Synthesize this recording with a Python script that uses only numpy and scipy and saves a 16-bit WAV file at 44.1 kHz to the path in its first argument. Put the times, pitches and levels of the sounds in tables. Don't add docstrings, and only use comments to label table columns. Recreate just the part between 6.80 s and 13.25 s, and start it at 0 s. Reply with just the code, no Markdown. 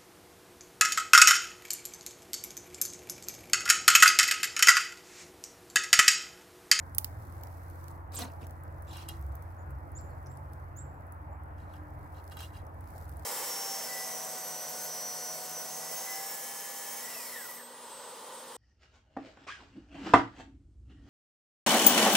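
import sys
import numpy as np
from scipy import signal
from scipy.fft import rfft, irfft
from scipy.io import wavfile
from scipy.ndimage import uniform_filter1d

SR = 44100
rng = np.random.default_rng(int(sys.argv[2]) if len(sys.argv) > 2 else 0)


def materialize(psi):
    bounded = np.clip(np.atleast_2d(psi).T, -1, 1)
    quanta = np.round(bounded * 32767).astype(np.int16)
    wavfile.write(sys.argv[1], SR, quanta)


N = 284445

# [f/Hz, level per Hz/dB]
ROAR_SPECTRUM = [(15, -42.5), (25, -11.5), (65, -5.5), (92, -7.5), (114, -11), (225, -21.5), (304, -16.5),
                 (398, -23.5), (552, -18), (851, -15), (1870, -28), (2970, -51), (6010, -65.5),
                 (13900, -53.5), (16400, -60)]
# [f/Hz, common share/1]
ROAR_COMMON = [(60, 0.82), (300, 1), (700, 0.52), (1500, 0.28), (3000, 0.6), (9000, .1)]
# [t/s, level near 68 Hz/dB, near 107 Hz/dB, near 135 Hz/dB]
HUM_LEVELS = [(0.0, -56.5, -66, -54), (0.27, -51, -49.5, -60), (1.58, -54, -67.5, -55),
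              (2.53, -44, -51, -58), (2.71, -66, -48, -57), (2.93, -45, -58, -51.5), (6.12, -55, -62, -64),
              (6.34, -45, -60, -57), (6.45, -50, -69.5, -70)]
# [f/Hz, width of one filter pass/Hz]
HUM_FILTERS = [(68, 5), (107, 7.7), (135, 16)]
# [t/s, f/Hz, level/dB]
HIGH_HUM = [(0, 281, -66), (.35, 294.4, -70), (.5, 334, -63.5), (1.1, 340.8, -65.5), (1.8, 326.2, -70.5),
            (2.3, 332.8, -58.5), (2.8, 338, -74), (3.9, 297, -78), (4.15, 292.3, -63), (4.6, 302.7, -65.5),
            (5.15, 300.3, -59), (5.7, 307.6, -69.5), (6.0, 306.7, -75.5), (6.45, 304.6, -59)]
# [start t/s, length/s, from f/Hz, to f/Hz, level/dB, share before the peak/1, left-right/dB]
BIRD_NOTES = [(2.075, .045, 6960, 7560, -65.5, 0.54, -12), (2.776, .047, 6470, 7100, -74, 0.36, -9),
              (3.15, 0.037, 6500, 7440, -48, 0.68, -2.5), (3.183, 0.012, 7100, 4000, -61, 0.23, 5),
              (3.242, .048, 6540, 7370, -73, 0.19, -9), (3.297, .035, 4830, 4120, -77, .15, 4),
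              (3.46, .0065, 7300, 4850, -56.5, 0.31, 0), (3.486, 0.052, 6900, 7700, -67.5, 0.54, -9),
              (3.959, 0.061, 6320, 7730, -51, .5, -5), (4.51, 0.053, 6840, 7600, -82, .3, -9)]
# [start t/s, rise/s, hold/s, fall/s, grit level/dB, thud level/dB]
BOOT_SCUFFS = [(1.317, .02, 0.053, .01, -50, -68), (1.383, 0.0027, .035, .11, -41.5, -39.5),
               (1.602, .012, .03, .03, -68.5, -50.5)]
# [f/Hz, level per Hz/dB]
GRIT_SPECTRUM = [(710, -3), (1200, -8), (1470, -29), (1650, -17), (2080, -14.5), (4010, -5), (5850, -13.5),
                 (9000, -16.5), (11700, -53), (19800, -120)]
# [f/Hz, width/Hz, relative level/dB]
THUD_MODES = [(257, 78, 5.5), (438, 270, -0.5), (690, 140, 1), (933, 52, 0)]
# [start t/s, length/s, f/Hz, width of one filter pass/Hz, level/dB]
SOLE_SQUEAKS = [(1.346, .022, 8350, 370, -41), (1.343, 0.024, 12500, 900, -46),
                (1.362, .026, 7350, 1500, -38.5), (1.387, .01, 11300, 700, -42)]
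# [t/s, level/dB]
HANDLING_LEVEL = [(0.0, -69), (0.41, -65), (1.09, -64), (1.3, -81), (1.52, -67.5), (1.88, -74),
                  (2.2, -68.5), (2.6, -71), (2.9, -75), (3.36, -71.5), (3.75, -74), (4.67, -79.5),
                  (5.17, -72), (5.64, -65.5), (5.86, -76), (6.03, -72), (6.12, -63), (6.21, -61.5),
                  (6.27, -68.5), (6.45, -65.5)]
# [f/Hz, level per Hz/dB]
RUSTLE_SPECTRUM = [(1500, -20), (3000, -10), (4500, -2), (7000, -3), (10000, -2.5), (13000, 3), (16000, -3)]
# [f/Hz, width before damping/Hz, relative level/dB]
STOVE_MODES = [(1260, 120, 0.5), (1556, 130, 1.5), (2830, 52, 1.5), (3227, 64, -2.5), (3920, 54, -4.5),
               (5040, 42, -16), (5600, 25, -28), (7070, 110, -23), (7900, 220, -4), (9270, 180, 0),
               (11300, 230, 4), (12260, 300, 0), (13600, 350, 6)]
# [start t/s, rise/s, hold/s, fall/s, ring level/dB,
# hiss against the ring/dB, widening of the modes under the fingers/1]
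STOVE_SCRAPES = [(2.068, 0.097, .06, 0.072, -52.5, -14, 6.6), (2.281, 0.0038, 0.0092, 0.097, -56, 2.5, 2.5),
                 (4.77, 0.025, 0.0079, 0.23, -75, 2.5, 4.5), (4.891, 0.052, 0.021, 0.066, -68.5, -6, 4.5),
                 (5.339, 0.0091, 0.05, 0.035, -66.5, -24, 3.6), (5.509, 0.0089, 0.009, 0.06, -59, -2, 2.1),
                 (5.571, .03, .045, .07, -54.5, -3, 4), (5.724, 0.011, .045, 0.068, -66, 0.5, 1.6)]
# [t/s, peak level/dB, favoured f/Hz, level of the low modes/dB]
STOVE_KNOCKS = [(2.1671, -40.5, 3030, -11), (2.2874, -32, 3500, -24), (4.9376, -45.5, 2720, 2.5),
                (5.52, -41, 2660, -2), (5.5692, -33.5, 4140, -5.5), (5.6052, -33.5, 3300, -7),
                (5.628, -38.5, 2730, -14), (5.734, -53, 2730, -3), (5.7544, -50.5, 2800, -5)]
# [t/s, peak level before panning/dB, tone near 5 kHz/dB, tone at 14 kHz/dB, left-right/dB]
TWIG_CRACKS = [(0.1479, -25.5, -14, -2.5, -3), (0.182, -4.5, -3.5, 5.5, -2.5), (0.2441, -11, 5, 9.5, -1.5),
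               (0.5237, -43, 0, -2, -4), (0.6344, -27, 8, 17.5, 2), (0.6709, -42, 10, 6, -4),
               (1.041, -39.5, 2, 0, -3), (1.0814, -35, 5.5, 6.5, 0), (1.321, -39, 1.5, 4, 5),
               (1.389, -26, 1, 0, 2.5), (1.618, -41, -4, 1, 5.5), (1.6676, -33.5, -3, 4.5, 4),
               (1.695, -47, 7, 5, 5), (1.708, -38, 1, 9, 4.5), (1.8349, -39.5, -16, 1, 1.5),
               (2.022, -36.5, -14, 0, 1), (2.1705, -37, 1, -6, -6), (2.2873, -30, -13, -30, -6),
               (2.368, -42, -16, 0, 1), (2.393, -42, -1, 10, 4), (2.4134, -40, -4, 10, -6),
               (2.4244, -42, -3, 0, 2), (2.446, -56, -8, 5, 2), (2.464, -44, -3, 4, 6),
               (2.5526, -31, -4, 10, -3.5), (2.6232, -40, -7, 2, -2), (2.9064, -41, -10, 5, -4),
               (3.117, -42.5, -15, 0, -5), (3.2106, -41, -6, 0, -1), (3.26, -50, -10, 2, 2),
               (3.296, -50, -4, 0, 1.5), (3.468, -42, 0, 0, 0), (3.5523, -49, -8, -5, 0),
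               (3.5713, -41, -6, -3, -1), (3.7329, -41, -3, 2, 4.5), (3.9687, -36, -16, 9, 3),
               (4.267, -47, -26, 2, 0), (4.3217, -37, -14, 1, 1), (4.6349, -44, -7, 3, -2),
               (5.477, -39.5, 3, 4, 6), (5.8667, -47, -2, 0, 0), (6.007, -42.5, -16, -1, -6),
               (6.103, -43, -8, -1, -7), (6.1853, -41, -12, 4, 1), (6.2527, -42.5, -5, 2, 5.5),
               (6.2796, -42, -8, 2, 3.5), (6.293, -37, -5, 2, 0), (6.3155, -45, -15, -1, 2.5),
               (6.3364, -44, -11, 0, 3.5), (6.369, -37.5, -17, -1, -4), (6.394, -44, -9, -4, 3),
               (6.423, -43, -7, 2, 3)]

ROAR_DB = -48
DRONE_HZ, DRONE_DB, RECEDE_DB_PER_S = 86.85, -45.5, 0.35
GLIDE_BEND, NOTE_START_DB, NOTE_END_DB = 2.32, -13, -14
SCUFF_START_DB, SCUFF_END_DB, SAND_DB, THUD_LAG_S = -18, -43.5, -3.5, .004
TICKS_PER_S, TICK_SPREAD_DB = 250, 4
DRAG_START_DB, DRAG_END_DB, HISS_FOLLOWS = -12, -25.5, 0.81
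CONTACT_T60_S = 0.027
TEAR_S, TEAR_LOUD_S = .0012, .004
SNIPS_PER_S, SNIP_DB, SNIP_SPREAD_DB, SNIP_MID_DB = 37, -56, 4, -14.5
EDGE_HZ = 15950


def amp(db):
    return 10 ** (np.asarray(db) / 20)


def evened(x):
    return x / np.sqrt(np.mean(x ** 2) + 1e-20)


def read(points, hz):
    f, value = np.transpose(points)
    return np.interp(np.log(hz + 1), np.log(f + 1), value)


def columns(rows):
    s, *rest = np.transpose(rows)
    t = np.arange(round(s[0] * SR), min(round(s[-1] * SR), N)) / SR
    return t, [np.interp(t, s, c) for c in rest]


def add(mix, s, sound):
    part = mix[..., round(s * SR):][..., :sound.shape[-1]]
    part += sound[..., :part.shape[-1]]


def colour(x, points):
    n = x.shape[-1]
    gain = amp(read(points, np.fft.rfftfreq(n, 1 / SR)))
    return evened(irfft(rfft(x) * gain, n))


def resonate(x, hz, width):
    turn = np.exp(2j * np.pi * np.cumsum(hz * np.ones(x.shape[-1])) / SR)
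    r = np.exp(-np.pi * width / SR)
    smooth = signal.lfilter([1 - r], [1, -r], x / turn + 1e-18)
    return 2 * (turn * smooth).real


def resonate_twice(x, hz, width):
    return resonate(resonate(x, hz, width), hz, width)


def pair(n, same):
    a, b = rng.standard_normal((2, n))
    same = np.clip(same, 0, 1)
    return np.array([a, same * a + np.sqrt(1 - same ** 2) * b])


def panned(db, pan_db):
    return amp([[db + pan_db / 2], [db - pan_db / 2]])


def grains(n, per_s, spread_db):
    size = amp(spread_db * np.minimum(rng.exponential(1, n), 5))
    return size * (rng.random(n) < per_s / SR)


def patchy(x, depth_db):
    z = signal.stft(x, nperseg=256)[2]
    blotches = uniform_filter1d(rng.standard_normal(z.shape[1:]), size=4, axis=0)
    blotches = uniform_filter1d(blotches, size=3, axis=1)
    z = z * amp(depth_db * evened(blotches))
    return evened(signal.istft(z, nperseg=256)[1][:, :x.shape[1]])


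def swell_db(rise, hold, fall, start_db, end_db):
    t = np.arange(round((rise + hold + fall) * SR)) / SR
    return np.interp(t, [0, rise, rise + hold, rise + hold + fall], [start_db, 0, 0, end_db])


def traffic():
    frames, hz = N // 512 + 5, np.fft.rfftfreq(2048, 1 / SR)
    a, b, c, d, patches = rng.standard_normal((frames, 1025, 5)).T
    patches = evened(uniform_filter1d(uniform_filter1d(patches, 20, 0), 8, 1))
    same = np.clip(read(ROAR_COMMON, hz), 0, 1)[:, None]
    right = a + 1j * b
    late = np.exp(-2j * np.pi * hz * 0.00038)[:, None]
    left = same * right * late + np.sqrt(1 - same ** 2) * (c + 1j * d)
    z = np.array([left, right]) * amp(read(ROAR_SPECTRUM, hz)[:, None] + 1.43 * patches)
    return amp(ROAR_DB) * evened(signal.istft(z, nperseg=2048, noverlap=1536)[1][:, :N])


def engine():
    t = np.arange(N) / SR
    level = np.sqrt(2) * amp(DRONE_DB - RECEDE_DB_PER_S * t)
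    out = level * np.sin(2 * np.pi * DRONE_HZ * t + np.array([[0], [.3]]))
    t, levels = columns(HUM_LEVELS)
    for (hz, width), db in zip(HUM_FILTERS, levels):
        hum = resonate_twice(pair(len(t), 0.92), hz, width)
        add(out, t[0], amp(db) * evened(hum))
    t, (hz, db) = columns(HIGH_HUM)
    add(out, t[0], amp(db) * evened(resonate_twice(pair(len(t), 1.0), hz, 6)))
    return out * amp([[-.4], [.4]])


def whistle(length, from_hz, to_hz, peak):
    rise, fall = peak * length, max(1 - peak, .05) * length
    shape_db = swell_db(rise, 0, fall, NOTE_START_DB, NOTE_END_DB)
    u = np.linspace(0, 1, len(shape_db))
    glide = (1 - np.exp(-GLIDE_BEND * u)) / (1 - np.exp(-GLIDE_BEND))
    hz = from_hz + (to_hz - from_hz) * glide
    hoarse = evened(uniform_filter1d(rng.standard_normal(len(u)), 60))
    phase = 2 * np.pi * np.cumsum(hz * (1 + 0.0058 * hoarse)) / SR
    tone = np.sin(phase) + amp(-30) * np.sin(phase / 2)
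    return np.sqrt(2) * amp(shape_db) * tone * signal.windows.tukey(len(u), .2)


def bird():
    dry = np.zeros((2, N))
    for s, length, from_hz, to_hz, db, peak, pan_db in BIRD_NOTES:
        add(dry, s, whistle(length, from_hz, to_hz, peak) * panned(db, pan_db))
    t = np.arange(SR // 2) / SR
    decay = amp(-60 * t / 0.12) + amp(-16 - 60 * t / .5)
    tail = rng.standard_normal((2, len(t))) * decay * np.minimum(t / 0.0059, 1)
    tail /= np.linalg.norm(tail[0])
    tail[:, 0] = 1
    return signal.fftconvolve(dry, tail, axes=1)[:, :N]


def boot():
    out = np.zeros((2, N))
    for s, rise, hold, fall, grit_db, thud_db in BOOT_SCUFFS:
        shape_db = swell_db(rise, hold, fall, SCUFF_START_DB, SCUFF_END_DB)
        n = len(shape_db)
        bumps = evened(uniform_filter1d(grains(n, 160, 4.2), 110))
        crunch = patchy(pair(n, 0.61) * (1 + 0.19 * bumps), depth_db=4.0)
        sand = colour(crunch, [(6000, -15), (9000, -7.5), (16000, -5)])
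        thud = evened(sum(amp(g) * evened(resonate(crunch, f, w)) for f, w, g in THUD_MODES))
        fade = signal.windows.tukey(n, .04)
        grit = colour(crunch, GRIT_SPECTRUM) + amp(SAND_DB) * sand
        add(out, s, amp(grit_db + shape_db) * grit * fade)
        add(out, s + THUD_LAG_S, amp(thud_db + .6 * shape_db) * thud * fade)
    for s, length, hz, width, db in SOLE_SQUEAKS:
        n = round(length * SR)
        squeak = resonate_twice(pair(2048, 0.32), hz, width)[:, -n:]
        add(out, s, amp(db) * evened(squeak) * signal.windows.tukey(n, .7))
    return out


def rustle():
    t, (db,) = columns(HANDLING_LEVEL)
    puff = np.exp(-np.arange(200) / (0.00077 * SR))
    clicks = grains(len(t), TICKS_PER_S, TICK_SPREAD_DB)
    ticks = evened(signal.oaconvolve(clicks, puff)[:len(t)])
    hiss = pair(len(t), 0.1) * (1 + 0.75 * ticks)
    out = np.zeros((2, N))
    add(out, t[0], amp(db) * colour(hiss, RUSTLE_SPECTRUM))
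    return out


def steel(drive, damping, favoured):
    return evened(sum(amp(g + read(favoured, hz)) * evened(resonate(drive, hz, damping * w))
                      for hz, w, g in STOVE_MODES))


def stove():
    out = np.zeros((2, N))
    slip_decay = np.exp(-np.arange(400) / (0.0046 * SR))
    hiss_tone = [(1500, 8.5), (2600, 1), (4500, 7.0), (6500, 5.5), (9000, 6.0), (13000, 0.0), (16000, -6)]
    for s, rise, hold, fall, db, hiss_db, damping in STOVE_SCRAPES:
        shape_db = swell_db(rise, hold, fall, DRAG_START_DB, DRAG_END_DB)
        n = len(shape_db)
        slips = 1 + 0.29 * evened(signal.oaconvolve(grains(n, 200, 4.9), slip_decay)[:n])
        drive = patchy(pair(n, 0.43) * slips, depth_db=-3.5) * signal.windows.tukey(n, .04)
        hiss = colour(drive, hiss_tone)
        ring = steel(drive, damping, [(1600, -3.5), (2700, 1.0), (5000, 11), (9000, -30)])
        drag = amp(shape_db) * ring + amp(hiss_db + HISS_FOLLOWS * shape_db) * hiss
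        add(out, s, amp(db) * drag)
    t = np.arange(4096) / SR
    for s, db, hz, low_db in STOVE_KNOCKS:
        favoured = [(1600, low_db), (0.87 * hz, -8), (hz, 0), (1.1 * hz, -8), (9000, -13), (13000, -17)]
        contact = pair(len(t), 0.68) * amp(-60 * t / CONTACT_T60_S)
        ring = steel(contact, 0.49, favoured)
        add(out, s, amp(db) * ring / np.abs(ring).max())
    return out


def snips():
    s, db = np.transpose(HANDLING_LEVEL)
    candidates = round(3 * SNIPS_PER_S * N / SR)
    when, keep, *size = rng.random((candidates, 6)).T
    when = when * (N / SR - .01) + 0.0025
    busy = amp(2.7 * (np.interp(when, s, db) - db.mean()))
    level, mid, top, pan = 2 * np.array(size) - 1
    rows = np.transpose([when, SNIP_DB + SNIP_SPREAD_DB * level, SNIP_MID_DB + 9 * mid,
                         1 + 4 * top, 1.5 + 4 * pan])
    return list(rows[3 * keep < busy])


def cracks():
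    out, t = np.zeros((2, N)), np.arange(-64, 4032) / SR
    for s, db, mid_db, top_db, pan_db in TWIG_CRACKS + snips():
        snap = amp(-60 * t / 0.0061)
        tearing = amp(-11) * np.exp(-(t / (TEAR_S + TEAR_LOUD_S * amp(0.56 * db))) ** 2)
        tail = amp(-21 - 60 * t / 0.031) + amp(-33.5 - 60 * t / 0.27)
        onset = np.clip((t - .0008) / 0.00023, 0, 1)
        burst = onset * (snap + tearing + tail)
        tone = [(600, mid_db - 18), (2200, mid_db - 11), (5200, mid_db),
                (7500, mid_db / 2 - 3.0), (9500, 0.0031), (14000, top_db)]
        sound = colour(pair(len(t), 0.34) * burst, tone)
        sound[0] = np.roll(sound[0], 5)
        add(out, s + t[0], panned(db, pan_db) * sound / np.abs(sound).max())
    return out


def scene():
    return traffic() + engine() + bird() + boot() + rustle() + stove() + cracks()


def record(dry):
    hz = np.fft.rfftfreq(N, 1 / SR)
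    shade_db = read([(5000, 0), (8000, 2.0)], hz)
    bass_db = read([(18, -34.5), (42, -0.5)], hz)
    heard = irfft(rfft(dry) * amp([bass_db - shade_db, bass_db + shade_db]), N)
    band_limit = signal.firwin(127, EDGE_HZ, window=("kaiser", 9), fs=SR)
    return signal.oaconvolve(heard, band_limit[None], "same")


dry = scene()
out = record(dry)
materialize(out)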